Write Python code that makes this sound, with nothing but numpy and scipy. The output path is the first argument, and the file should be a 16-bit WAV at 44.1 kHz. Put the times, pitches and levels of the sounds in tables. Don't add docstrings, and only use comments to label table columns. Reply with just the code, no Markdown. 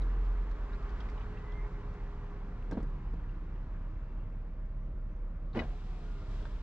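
import sys
import numpy as np
from scipy import signal
from scipy.fft import rfft, irfft
from scipy.io import wavfile
from scipy.ndimage import uniform_filter1d, map_coordinates

SR = 44100
rng = np.random.default_rng(int(sys.argv[2]) if len(sys.argv) > 2 else 0)


def master(y):
    cut = np.clip(np.atleast_2d(y).T, -1, 1)
    pcm = np.round(cut * 32767)
    wavfile.write(sys.argv[1], SR, pcm.astype(np.int16))


def invert_db(x):
    u = np.asarray(x, float) / 20
    return 10 ** u


N = 292030


def evened(x):
    return x / np.sqrt(np.mean(x ** 2) + 1e-20)


def read(points, hz):
    f, value = np.transpose(points)
    return np.interp(np.log(hz + 1), np.log(f + 1), value)


def add(mix, s, sound, pan_db):
    part = mix[:, round(s * SR):][:, :sound.shape[-1]]
    part += sound[..., :part.shape[1]] * invert_db(np.array([[pan_db / 2], [-pan_db / 2]]))


def wander(count, hz):
    knots = rng.standard_normal(int(N / SR * 40) + 3)
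    steps = np.arange(count) / SR * np.minimum(hz, 39)
    return map_coordinates(knots, [steps], order=3)


def surge(t, rows, rise_db_s, fall_db_s, rest_db):
    each = []
    for s, hold, db in rows:
        rise = rise_db_s * np.maximum(s - t, 0)
        fall = fall_db_s * np.maximum(t - s - hold, 0)
        each.append(db - rise - fall)
    return np.maximum(np.max(each, axis=0), rest_db)


def together(a_db, b_db):
    return 10 * np.log10(invert_db(a_db) ** 2 + invert_db(b_db) ** 2)


def glide(row, top, start_db, end_db):
    s, length, from_hz, to_hz, db = row
    top_hz = from_hz + top * (to_hz - from_hz)
    return [(s, from_hz, db + start_db), (s + top * length, top_hz, db), (s + length, to_hz, db + end_db)]


def tone(rows, width_hz, flutter_db, flutter_hz, start=0):
    s, hz, level_db = np.transpose(rows)
    t = np.arange(s[0], s[-1], 1 / SR)
    pitch = np.interp(t, s, hz) + width_hz / 2 * wander(len(t), 25)
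    level = invert_db(np.interp(t, s, level_db) + flutter_db * wander(len(t), flutter_hz))
    fade_in = np.minimum(1, (t - t[0] + (s[0] == 0)) / 0.015)
    fade_out = np.minimum(1, (t[-1] - t) / 0.019)
    turns = np.cumsum(pitch) / SR + start
    return s[0], np.sqrt(2) * level * fade_in * fade_out * np.sin(2 * np.pi * turns)


def roughen(s, sound, rough, grain_s):
    size = round(grain_s * SR)
    swell = uniform_filter1d(uniform_filter1d(rng.standard_normal(len(sound)), size), size)
    return s, sound * (1 + rough * evened(swell)) / np.sqrt(1 + rough ** 2)


# (frequency [Hz], coherence [0 to 1])
PORT_LIKENESS = [(60, 0.98), (180, 1), (500, 0.82), (1000, 0.89), (2200, 0.91), (3000, 0.93), (4000, 0.38),
                 (5000, 0.14), (6500, 0.13), (10000, 0.19)]
# (frequency [Hz], phase [rad])
PORT_LEAD = [(0, 0), (500, -0.01), (1000, -0.53), (2200, -1.08), (3000, -1.47), (5000, -1.5), (6500, -3),
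             (10000, -4)]
# (frequency [Hz], left over right [dB])
PORT_TILT = [(100, -1), (1000, 0.5), (2200, 1.5), (3000, 3), (4000, 0.5), (6500, -5), (8000, -3.5),
             (10000, 1)]


def hiss(spectrum, level_db, pan_db, patchy_db, size):
    hop, hz = size // 4, np.fft.rfftfreq(size, 1 / SR)
    a, b, c, d, patches = rng.standard_normal((N // hop + 5, len(hz), 5)).T
    patches = uniform_filter1d(uniform_filter1d(patches, size=9, axis=0), size=9, axis=1)
    same = read(PORT_LIKENESS, hz)[:, None]
    left = a + 1j * b
    right = same * left + np.sqrt(1 - same ** 2) * (c + 1j * d)
    right = right * np.exp(-1j * read(PORT_LEAD, hz))[:, None]
    tilt = invert_db(read(PORT_TILT, hz) / 2)[:, None]
    colour = invert_db(read(spectrum, hz)[:, None] + patchy_db * evened(patches))
    z = np.array([left * tilt, right / tilt]) * colour
    x = evened(signal.istft(z, nperseg=size, noverlap=size - hop)[1][:, :N])
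    return x * invert_db(level_db + np.array([pan_db / 2, -pan_db / 2]))


CYCLE_HZ = 6.72
# (multiple of the engine cycle, level [dB])
IDLE_ORDERS = [(4, -56.5), (5, -39), (6, -54.5), (8, -54), (10, -53.5), (12.5, -65), (15, -61),
               (19.5, -59.5), (25, -62), (30, -69)]


def idling_engine():
    out = np.zeros((2, N))
    turns = np.cumsum(CYCLE_HZ * (1 + 0.00579 * wander(N, 1.542))) / SR
    lid_db = np.interp(np.arange(N) / SR, [.6, 3.0], [-4., 0.5])
    for k, db in IDLE_ORDERS:
        loose = .2 if k in (5, 10, 15, 19.5, 25, 30) else 1
        phase = rng.random() * (k != 5) + 0.43 + 0.055 * loose * wander(N, 4)
        level = invert_db(db + lid_db * (k == 5) + 0.85 * loose * wander(N, 6.4))
        add(out, 0, np.sqrt(2) * level * np.sin(2 * np.pi * (k * turns + phase)), -.8)
    return out


# (start [s], hold [s], drone level [dB])
NEAR_SURGES = [
    (0, 0.36, -30),
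    (0.79, 0.23, -39.5),
    (1.595, 0.036, -38),
    (2.882, 0.028, -45.5),
    (6.28, 0.036, -45),
]
NEAR_COAST_DB, NEAR_RISE_DB_S, NEAR_FALL_DB_S = -52, 32, 21
PULL_HZ, SHIFT_S, SHIFT_LENGTH_S, SHIFTED_HZ, CRUISE_HZ = 42.5, 1.62, 0.62, 38.14, 38.3
# (start [s], hold [s], drone level [dB])
FAR_SURGES = [
    (1.046, 0.076, -41),
    (3.052, 0.16, -44),
    (4.791, 0.15, -46.5),
    (6.577, .04, -41.5),
]
FAR_COAST_DB, FAR_SLOPE_DB_S, FAR_HZ, FAR_SAG_HZ_S = -60, 25.5, 53.24, .85


def passing_vehicles():
    out = np.zeros((2, N))
    t = np.linspace(0, N / SR, 400)
    shift_times = [0, SHIFT_LENGTH_S, 2.9 * SHIFT_LENGTH_S]
    near_hz = np.interp(t - SHIFT_S, shift_times, [PULL_HZ, SHIFTED_HZ, CRUISE_HZ])
    near_db = surge(t, NEAR_SURGES, NEAR_RISE_DB_S, NEAR_FALL_DB_S, NEAR_COAST_DB)
    far_hz = FAR_HZ - FAR_SAG_HZ_S * t
    far_db = surge(t, FAR_SURGES, FAR_SLOPE_DB_S, FAR_SLOPE_DB_S, FAR_COAST_DB)
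    add(out, *tone(np.transpose([t, near_hz, near_db]), 0.21, 1., 3.5, start=0.68), -.8)
    add(out, *tone(np.transpose([t, far_hz, far_db]), 0.62, 1.0, 15), -.8)
    return out


# (frequency [Hz], density [dB per Hz])
TYRE_ROAR = [(120, -30.5), (200, -5), (300, -7), (450, -12), (600, -13), (850, -11), (1050, -9),
             (1600, -15.5), (2200, -21), (3000, -29.5), (4000, -36), (5500, -39), (8000, -49.5),
             (11000, -69.5)]
# (frequency [Hz], density [dB per Hz])
SEAL_RUB = [(900, -17), (1800, -2), (3000, 0), (4000, -1.5), (5500, -14), (7500, -15.5), (8500, -29.5),
            (10000, -43), (12000, -32), (14000, -50)]
# (frequency [Hz], density [dB per Hz])
TOWN_RUMBLE = [(9, -27), (18, -2.5), (30, -2), (46, -3), (62, -13), (86, -6), (140, -10), (194, -15.5),
               (372, -25), (600, -30.5), (900, -84.5)]
# (time [s], level [dB])
BUSTLE = [(0, 0.5), (.55, -0.5), (1.03, 1.5), (1.6, -1), (2.25, -2.5), (2.9, -4.5), (3.6, -6), (4.15, -7.5),
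          (4.72, -10.5), (5.2, -10), (6.62, -9.5)]
# (start [s], hold [s], extra rumble [dB])
JOLTS = [
    (1.404, 0.15, 3),
    (2.503, 0.54, 2),
    (3.21, 0.31, 1.5),
    (5.558, 0.054, 2),
    (6.296, 0.11, 2.5),
]
JOLT_SLOPE_DB_S = 15
ROAR_DB, RUB_DB, RUMBLE_DB = -53, -73, -47
RUB_SHARE = 1.5
WINDOW_ROAR_DB, WINDOW_RUB_DB = -62.5, -69.5


def air():
    t = np.arange(N) / SR
    bustle_db = np.interp(t, *np.transpose(BUSTLE))
    roar_db = together(ROAR_DB + bustle_db, WINDOW_ROAR_DB + window_effort_db(t))
    rub_db = together(RUB_DB + RUB_SHARE * bustle_db, WINDOW_RUB_DB + window_effort_db(t))
    rumble_db = RUMBLE_DB + surge(t, JOLTS, JOLT_SLOPE_DB_S, JOLT_SLOPE_DB_S, 0)
    road_side_db = np.interp(t, [2.4, 3.2], [-.8, .9])
    roar = hiss(TYRE_ROAR, roar_db, road_side_db, 1.2, size=1024)
    rub = hiss(SEAL_RUB, rub_db + 0.27 * wander(N, 6.8), road_side_db, 0.44, size=256)
    return roar + rub + hiss(TOWN_RUMBLE, rumble_db, 0 * t, 1.2, size=4096)


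# (time [s], pitch [Hz], level [dB])
PUMP = [(1.0, 428, -69), (1.2, 423, -58.5), (1.4, 418.3, -57), (1.65, 411.6, -55.5), (2.0, 410, -58.5),
        (2.4, 407, -60), (2.68, 403, -64.5), (2.97, 394, -64.5), (3.15, 376, -73.5), (3.4, 352.7, -65.5),
        (3.58, 342, -66)]
# (time [s], pitch [Hz], level [dB])
STROKES = [
    [(0, 444, -59.5), (.12, 447, -62), (.3, 440.7, -60.5), (.5, 434.4, -63), (.75, 433, -65),
     (.98, 429, -66)],
    [(0, 409, -63.5), (.3, 410, -59.5), (.6, 406.5, -64.5), (.76, 404.3, -57), (.84, 404, -57),
     (.93, 411, -59), (1.0, 403, -68), (1.2, 410, -59.5)],
]
# (start [s], length [s], from [Hz], to [Hz], top level [dB])
GEARS = [
    (1.7, 2.0, 183, 181, -61),
    (0, 6.62, 485, 484, -71.5),
    (1.55, .75, 487, 486, -70),
    (1.7, 1.0, 721, 711, -72.5),
    (3.5, 2.05, 557, 553, -72),
    (3.6, 1.95, 641, 631, -70),
]


def pump():
    out = np.zeros((2, N))
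    whines = [(PUMP, 2.5)] + [(rows, 4.5) for rows in STROKES]
    whines += [(glide(row, top=0.46, start_db=-1.5, end_db=-1.5), 4.5) for row in GEARS]
    for rows, width_hz in whines:
        add(out, *roughen(*tone(rows, width_hz, .8, 22), 0.22, 0.006), -.6)
    return out


# (start [s], length [s], from [Hz], to [Hz], top level [dB])
SQUEAKS = [
    (0.0, .08, 2200, 2100, -78),
    (.72, .045, 1595, 1650, -59),
    (.99, .09, 1450, 1540, -64),
    (1.3, .17, 1880, 2000, -70),
    (.71, .05, 1395, 1400, -61),
    (3.9, .43, 2680, 2760, -82),
]
# (time [s], pitch [Hz], level [dB])
LONG_SQUEAK = [
    (1.445, 2030, -71),
    (1.464, 2047, -63),
    (1.472, 1985, -63),
    (1.498, 2041, -63),
    (1.532, 2035, -62.5),
    (1.543, 2070, -66),
    (1.592, 2090, -60),
    (1.64, 2145, -64),
    (1.675, 2150, -68),
]


def hinge_squeaks():
    out = np.zeros((2, N))
    for row in SQUEAKS:
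        rows = glide(row, top=0.73, start_db=-5, end_db=-11.0)
        add(out, *roughen(*tone(rows, 35, 1.2, 30), .35, .003), -1.5)
    add(out, *roughen(*tone(LONG_SQUEAK, 45, 1, 35), .3, .002), -1.5)
    return out


# (time [s], peak level [dB], pitch [Hz])
TICKS = [(0.018, -54.5, 3950), (0.2594, -66, 2650), (0.5207, -67, 2500), (0.7297, -61, 3870),
         (.745, -63, 4200), (0.8294, -64, 2650), (.51, -48, 1300), (1.004, -49, 3240), (1.004, -61.5, 5000),
         (1.006, -48, 1000), (1.214, -58.5, 3080), (.27, -64, 2820), (1.034, -67, 3400), (1.088, -49, 2080),
         (1.1763, -53.5, 2900), (1.2077, -56, 2970), (1.372, -55, 2690), (1.521, -57.5, 3220),
         (2.625, -53.5, 2645), (2.712, -56.5, 3500), (2.728, -57, 4250), (3.2924, -58, 2740),
         (3.5556, -63, 2940), (5.5312, -56, 3970), (6.424, -57, 3350), (6.453, -46.5, 1540),
         (6.453, -46, 960), (1.648, -49, 1190), (6.453, -58, 3440), (6.411, -58, 1500), (6.554, -61, 2950)]
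# (time [s], peak level [dB], middle frequency [Hz])
SLIPS = [(.249, -62, 4470), (.262, -63, 4000), (.512, -60, 4000), (.715, -73, 4500), (0.725, -61, 4035),
         (.74, -62, 4200), (.827, -60, 4200), (0.892, -59, 4000), (.989, -67, 4500), (0.904, -61, 4500),
         (.925, -74, 6540), (0.999, -58, 3300), (1.087, -60, 4000), (1.098, -59, 4500), (1.199, -75, 5960),
         (1.385, -64.5, 4300), (1.52, -62, 4400), (1.94, -67.5, 5360), (2.305, -74, 6460),
         (2.625, -71, 5800), (2.712, -50.5, 5200), (2.71, -68.5, 7850), (2.714, -65, 5000),
         (2.726, -69, 6000), (2.731, -68, 5000), (2.802, -69, 5440), (2.828, -67, 7450), (2.828, -63, 5200),
         (3.133, -70, 5000), (3.98, -77, 6500), (4.36, -77, 6500), (4.66, -74.5, 5300), (5.542, -71, 5000),
         (5.552, -55, 2600), (5.58, -56, 3000), (1.79, -71, 4500), (1.995, -73, 5500), (5.592, -49, 3700),
         (5.6, -49, 3700), (5.608, -58, 3500), (6.453, -58, 3500)]
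TICK_T60_S, SLIP_T60_S = .04, .025
LID_DOWN_S, HINGE_PAN_DB, SEAL_PAN_DB, SLIP_PAN_DB = 2.6, -11, 0, -6.5


def ticks():
    out, t = np.zeros((2, N)), np.arange(4096) / SR
    bins = np.fft.rfftfreq(4096, 1 / SR) + 1
    rows = []
    for row in TICKS:
        pan_db = HINGE_PAN_DB if row[0] < LID_DOWN_S else SEAL_PAN_DB
        rows.append((*row, pan_db, TICK_T60_S, 1.))
    rows += [(*row, SLIP_PAN_DB, SLIP_T60_S, 0) for row in SLIPS]
    for s, db, hz, pan_db, t60, ringing in rows:
        noise = rng.standard_normal((2, 4096))
        slopes = invert_db(-(14.5 + 10 * ringing) * abs(np.log2(bins / hz)))
        resonance = ringing / (1 + ((bins - hz) / 220) ** 2)
        colour = (slopes + resonance) / (1 + (bins / (1.8 * hz)) ** 8)
        burst = irfft(rfft(noise + 0.76 * noise[::-1]) * colour)
        burst += 1.3 * ringing * burst.std() * np.sin(2 * np.pi * hz * t)
        burst *= invert_db(-60 * t / t60) * np.minimum(1, t / 0.00084)
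        add(out, s, invert_db(db - 2.0) * burst / abs(burst).max(), pan_db)
    return out


# (start [s], length [s], from [Hz], to [Hz], top level [dB])
CHIRPS = [
    (4.69, .08, 5500, 5900, -96),
    (4.8, .08, 6050, 6300, -97),
    (4.81, .08, 5700, 5850, -95),
    (4.68, .05, 4500, 4600, -96),
    (5.06, .09, 5700, 6200, -95),
    (5.14, .06, 6250, 5700, -95),
    (5.25, .08, 7050, 7300, -97),
    (.73, .04, 8600, 8700, -93),
]


def birds():
    out = np.zeros((2, N))
    for row in CHIRPS:
        add(out, *roughen(*tone(glide(row, .5, -3, -3), 90, 2, 30), .5, .005), 0)
    return out


# (start [s], length [s], from [Hz], to [Hz], top level [dB])
SHUDDERS = [
    (2.7, .3, 103, 100, -51),
    (2.78, .1, 42, 36, -37),
    (2.8, .3, 148, 138, -49),
    (5.53, .07, 135, 135, -46),
    (5.58, .09, 85, 70, -41),
    (5.59, .16, 45, 43, -39),
    (5.63, .1, 140, 150, -48),
    (3.12, .08, 150, 190, -48),
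]


def shudders():
    out = np.zeros((2, N))
    for row in SHUDDERS:
        add(out, *tone(glide(row, top=0.38, start_db=-2, end_db=-7.0), 0.8, 0.45, 21.0), -.8)
    return out


def ring(modes, t, chance, spread_db, tilt_db, detune):
    x = np.zeros(len(t))
    for (hz, db, t60), c in zip(modes, chance):
        hardness_db = tilt_db * np.log2(hz / modes[0][0])
        level = invert_db(db + spread_db * c + hardness_db - 60 * t / t60)
        x += level * np.sin(2 * np.pi * hz * (1 + detune * c) * t)
    x = x * (1 - np.exp(-t / .0009))
    return x / abs(x).max()


# (time [s], panel thud [dB], hardness [dB per octave], crunch [dB])
BLOWS = [(2.711, -32, 5, -38), (2.719, -31, 10, -47), (2.725, -26, -25, -43), (2.732, -28.5, -5, -46),
         (2.738, -34, 4, -57), (2.753, -33, -1, -54), (2.771, -25.5, 0.5, -47), (2.774, -21, -1, -48),
         (2.779, -21.5, -6, -48), (2.803, -35.5, 5, -43), (2.83, -32.5, -6, -47), (2.845, -41, 6, -54),
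         (3.137, -35.5, 4, -40.5), (5.536, -45, 3, -56), (5.546, -44, 7, -55), (5.557, -29, 3, -37),
         (5.562, -27.5, 2.5, -39), (5.566, -40, 12, -64), (5.571, -19, 1, -66), (5.579, -39, 2.5, -45),
         (5.593, -36, -5, -50), (5.605, -27, -8, -53), (5.61, -41, 3, -48), (5.618, -27, 4, -51),
         (5.635, -46, 3, -34), (6.408, -40, 3, -54), (6.425, -43, 2, -47), (6.453, -42, 10, -39)]
# (frequency [Hz], level [dB], decay time T60 [s])
PANEL_MODES = [(194, -9, 0.1), (230, -2.5, 0.12), (271, 7.5, 0.051), (325, 1.5, 0.064), (403, 0.5, 0.059),
               (452, -3, 0.069), (512, -4, 0.041), (620, -9, 0.098), (720, -21, 0.072), (920, -10.5, 0.069),
               (1160, -11, 0.024), (1558, -16, 0.044)]
# (frequency [Hz], density [dB per Hz])
CRUNCH = [(300, 0), (700, -0.5), (1500, -11.5), (2200, -16.5), (3200, -21.5), (4500, -27.5), (7000, -40.5),
          (10000, -53), (13000, -67.5)]


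def blows():
    out, t = np.zeros((2, N)), np.arange(8192) / SR
    colour = invert_db(read(CRUNCH, np.fft.rfftfreq(len(t), 1 / SR)))
    for s, thud_db, hard_db, crunch_db in BLOWS:
        grit = rng.standard_normal((2, len(t)))
        crunch = irfft(rfft(grit + 0.46 * grit[::-1]) * colour)
        crunch *= invert_db(-60 * t / 0.064) * np.minimum(1, t / .001)
        add(out, s, invert_db(crunch_db - 5.5) * crunch / abs(crunch).max(), .6)
        chance = rng.standard_normal(len(PANEL_MODES))
        add(out, s, invert_db(thud_db - 4) * ring(PANEL_MODES, t, chance, 3.2, hard_db, 0.023), -.8)
    return out


# (start [s], hold [s], level [dB])
GRIND = [
    (2.716, 0.014, -53),
    (2.775, .012, -55.5),
    (5.551, .01, -47),
    (5.559, 0.028, -43.5),
    (5.589, 0.017, -43.5),
    (5.618, 0.012, -50),
    (5.66, 0.079, -64),
]
GRIND_RISE_DB_S, GRIND_FALL_DB_S = 1503, 298.5


def grinding():
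    t = np.arange(N) / SR
    grind_db = surge(t, GRIND, GRIND_RISE_DB_S, GRIND_FALL_DB_S, -200) + 3.5
    return hiss(CRUNCH, grind_db, 1.6 + 0 * t, 0.99, size=256)


# (time [s], peak level [dB], left over right [dB])
SNAPS = [
    (5.571, -41, -6),
    (5.591, -40, 24.5),
    (5.597, -38.5, 1),
    (5.604, -50, 6),
]
# (frequency [Hz], level [dB], decay time T60 [s])
LATCH_MODES = [(1370, -7, .03), (1983, 2, 0.04), (2120, 1, 0.027), (2477, -2, 0.032), (2900, -6, 0.053),
               (3400, -15, 0.023), (3800, -19, 0.036), (3860, -15.5, 0.045), (4490, -20, 0.046),
               (5200, -28, 0.028), (5480, -23, 0.026)]


def latch_snaps():
    out, t = np.zeros((2, N)), np.arange(8192) / SR
    for s, db, pan_db in SNAPS:
        chance = rng.standard_normal(len(LATCH_MODES))
        add(out, s, invert_db(db) * ring(LATCH_MODES, t, chance, 1.9, 0, 0.014), pan_db)
    return out


# (start [s], hold [s], effort [dB])
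WINDOWS = [
    (5.654, 0.99, 1),
    (6.314, 0.034, 4.5),
]
WINDOW_RISE_DB_S, WINDOW_FALL_DB_S = 104.5, 16


def window_effort_db(t):
    return surge(t, WINDOWS, WINDOW_RISE_DB_S, WINDOW_FALL_DB_S, -100)


# (frequency [Hz], density [dB per Hz])
GLASS = [(3000, -24), (5000, 4.5), (7000, -6.5), (8200, -6), (9500, -14), (12000, -21.5), (13500, -31)]
GLASS_DB = -79


def sliding_glass():
    t = np.arange(N) / SR
    return hiss(GLASS, GLASS_DB + 1.2 * window_effort_db(t), 0 * t, .8, size=256)


# (start [s], length [s], from [Hz], to [Hz], top level [dB])
WINDERS = [(5.66, .25, 420, 422, -65), (5.93, .07, 435, 435, -62), (5.66, .2, 1350, 1362, -73),
           (5.67, .13, 722, 716, -62), (5.82, .2, 770, 748, -67), (5.85, .33, 728, 650, -66),
           (6.17, .2, 650, 612, -63), (6.32, .1, 1040, 1045, -66), (6.04, .3, 1420, 1385, -69),
           (6.0, .2, 425, 410, -62), (6.15, .24, 408, 385, -59), (6.33, .14, 640, 655, -62),
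           (6.39, .16, 595, 612, -62), (5.95, .45, 1260, 1190, -71), (6.42, .2, 425, 395, -66),
           (5.85, .25, 365, 360, -67)]


def window_motors():
    out = np.zeros((2, N))
    for row in WINDERS:
        rows = glide(row, top=.45, start_db=-2, end_db=-5)
        add(out, *roughen(*tone(rows, .017 * row[2], .8, 22), 0.22, 0.006), -.6)
    return out


def cabin(x):
    t = np.arange(SR // 4) / SR
    struck = rng.random((2, len(t))) < .05
    taps = rng.standard_normal((2, len(t))) * struck * invert_db(-60 * t / 0.049) * (t > .002)
    taps = signal.lfilter(*signal.butter(2, 350, "high", fs=SR), taps)
    return signal.fftconvolve(x, taps / np.linalg.norm(taps[0]), axes=1)[:, :N]


def scene():
    bright = ticks()
    heavy = blows() + latch_snaps()
    steady = idling_engine() + passing_vehicles() + air() + pump()
    moving = hinge_squeaks() + birds() + shudders() + grinding() + sliding_glass() + window_motors()
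    return steady + moving + bright + heavy + invert_db(-4.5) * cabin(bright) + invert_db(-14.0) * cabin(heavy)


def band_limit(x):
    return signal.sosfilt(signal.butter(12, 12300, fs=SR, output="sos"), x)


def record(dry):
    bass_cut = signal.butter(3, 21, "high", fs=SR, output="sos")
    heard = signal.sosfiltfilt(bass_cut, dry, padtype="even", padlen=SR // 4)
    heard = heard * np.minimum(1, .05 + np.arange(N)[::-1] / (.006 * SR))
    return band_limit(heard)


dry = scene()
out = record(dry)
master(out)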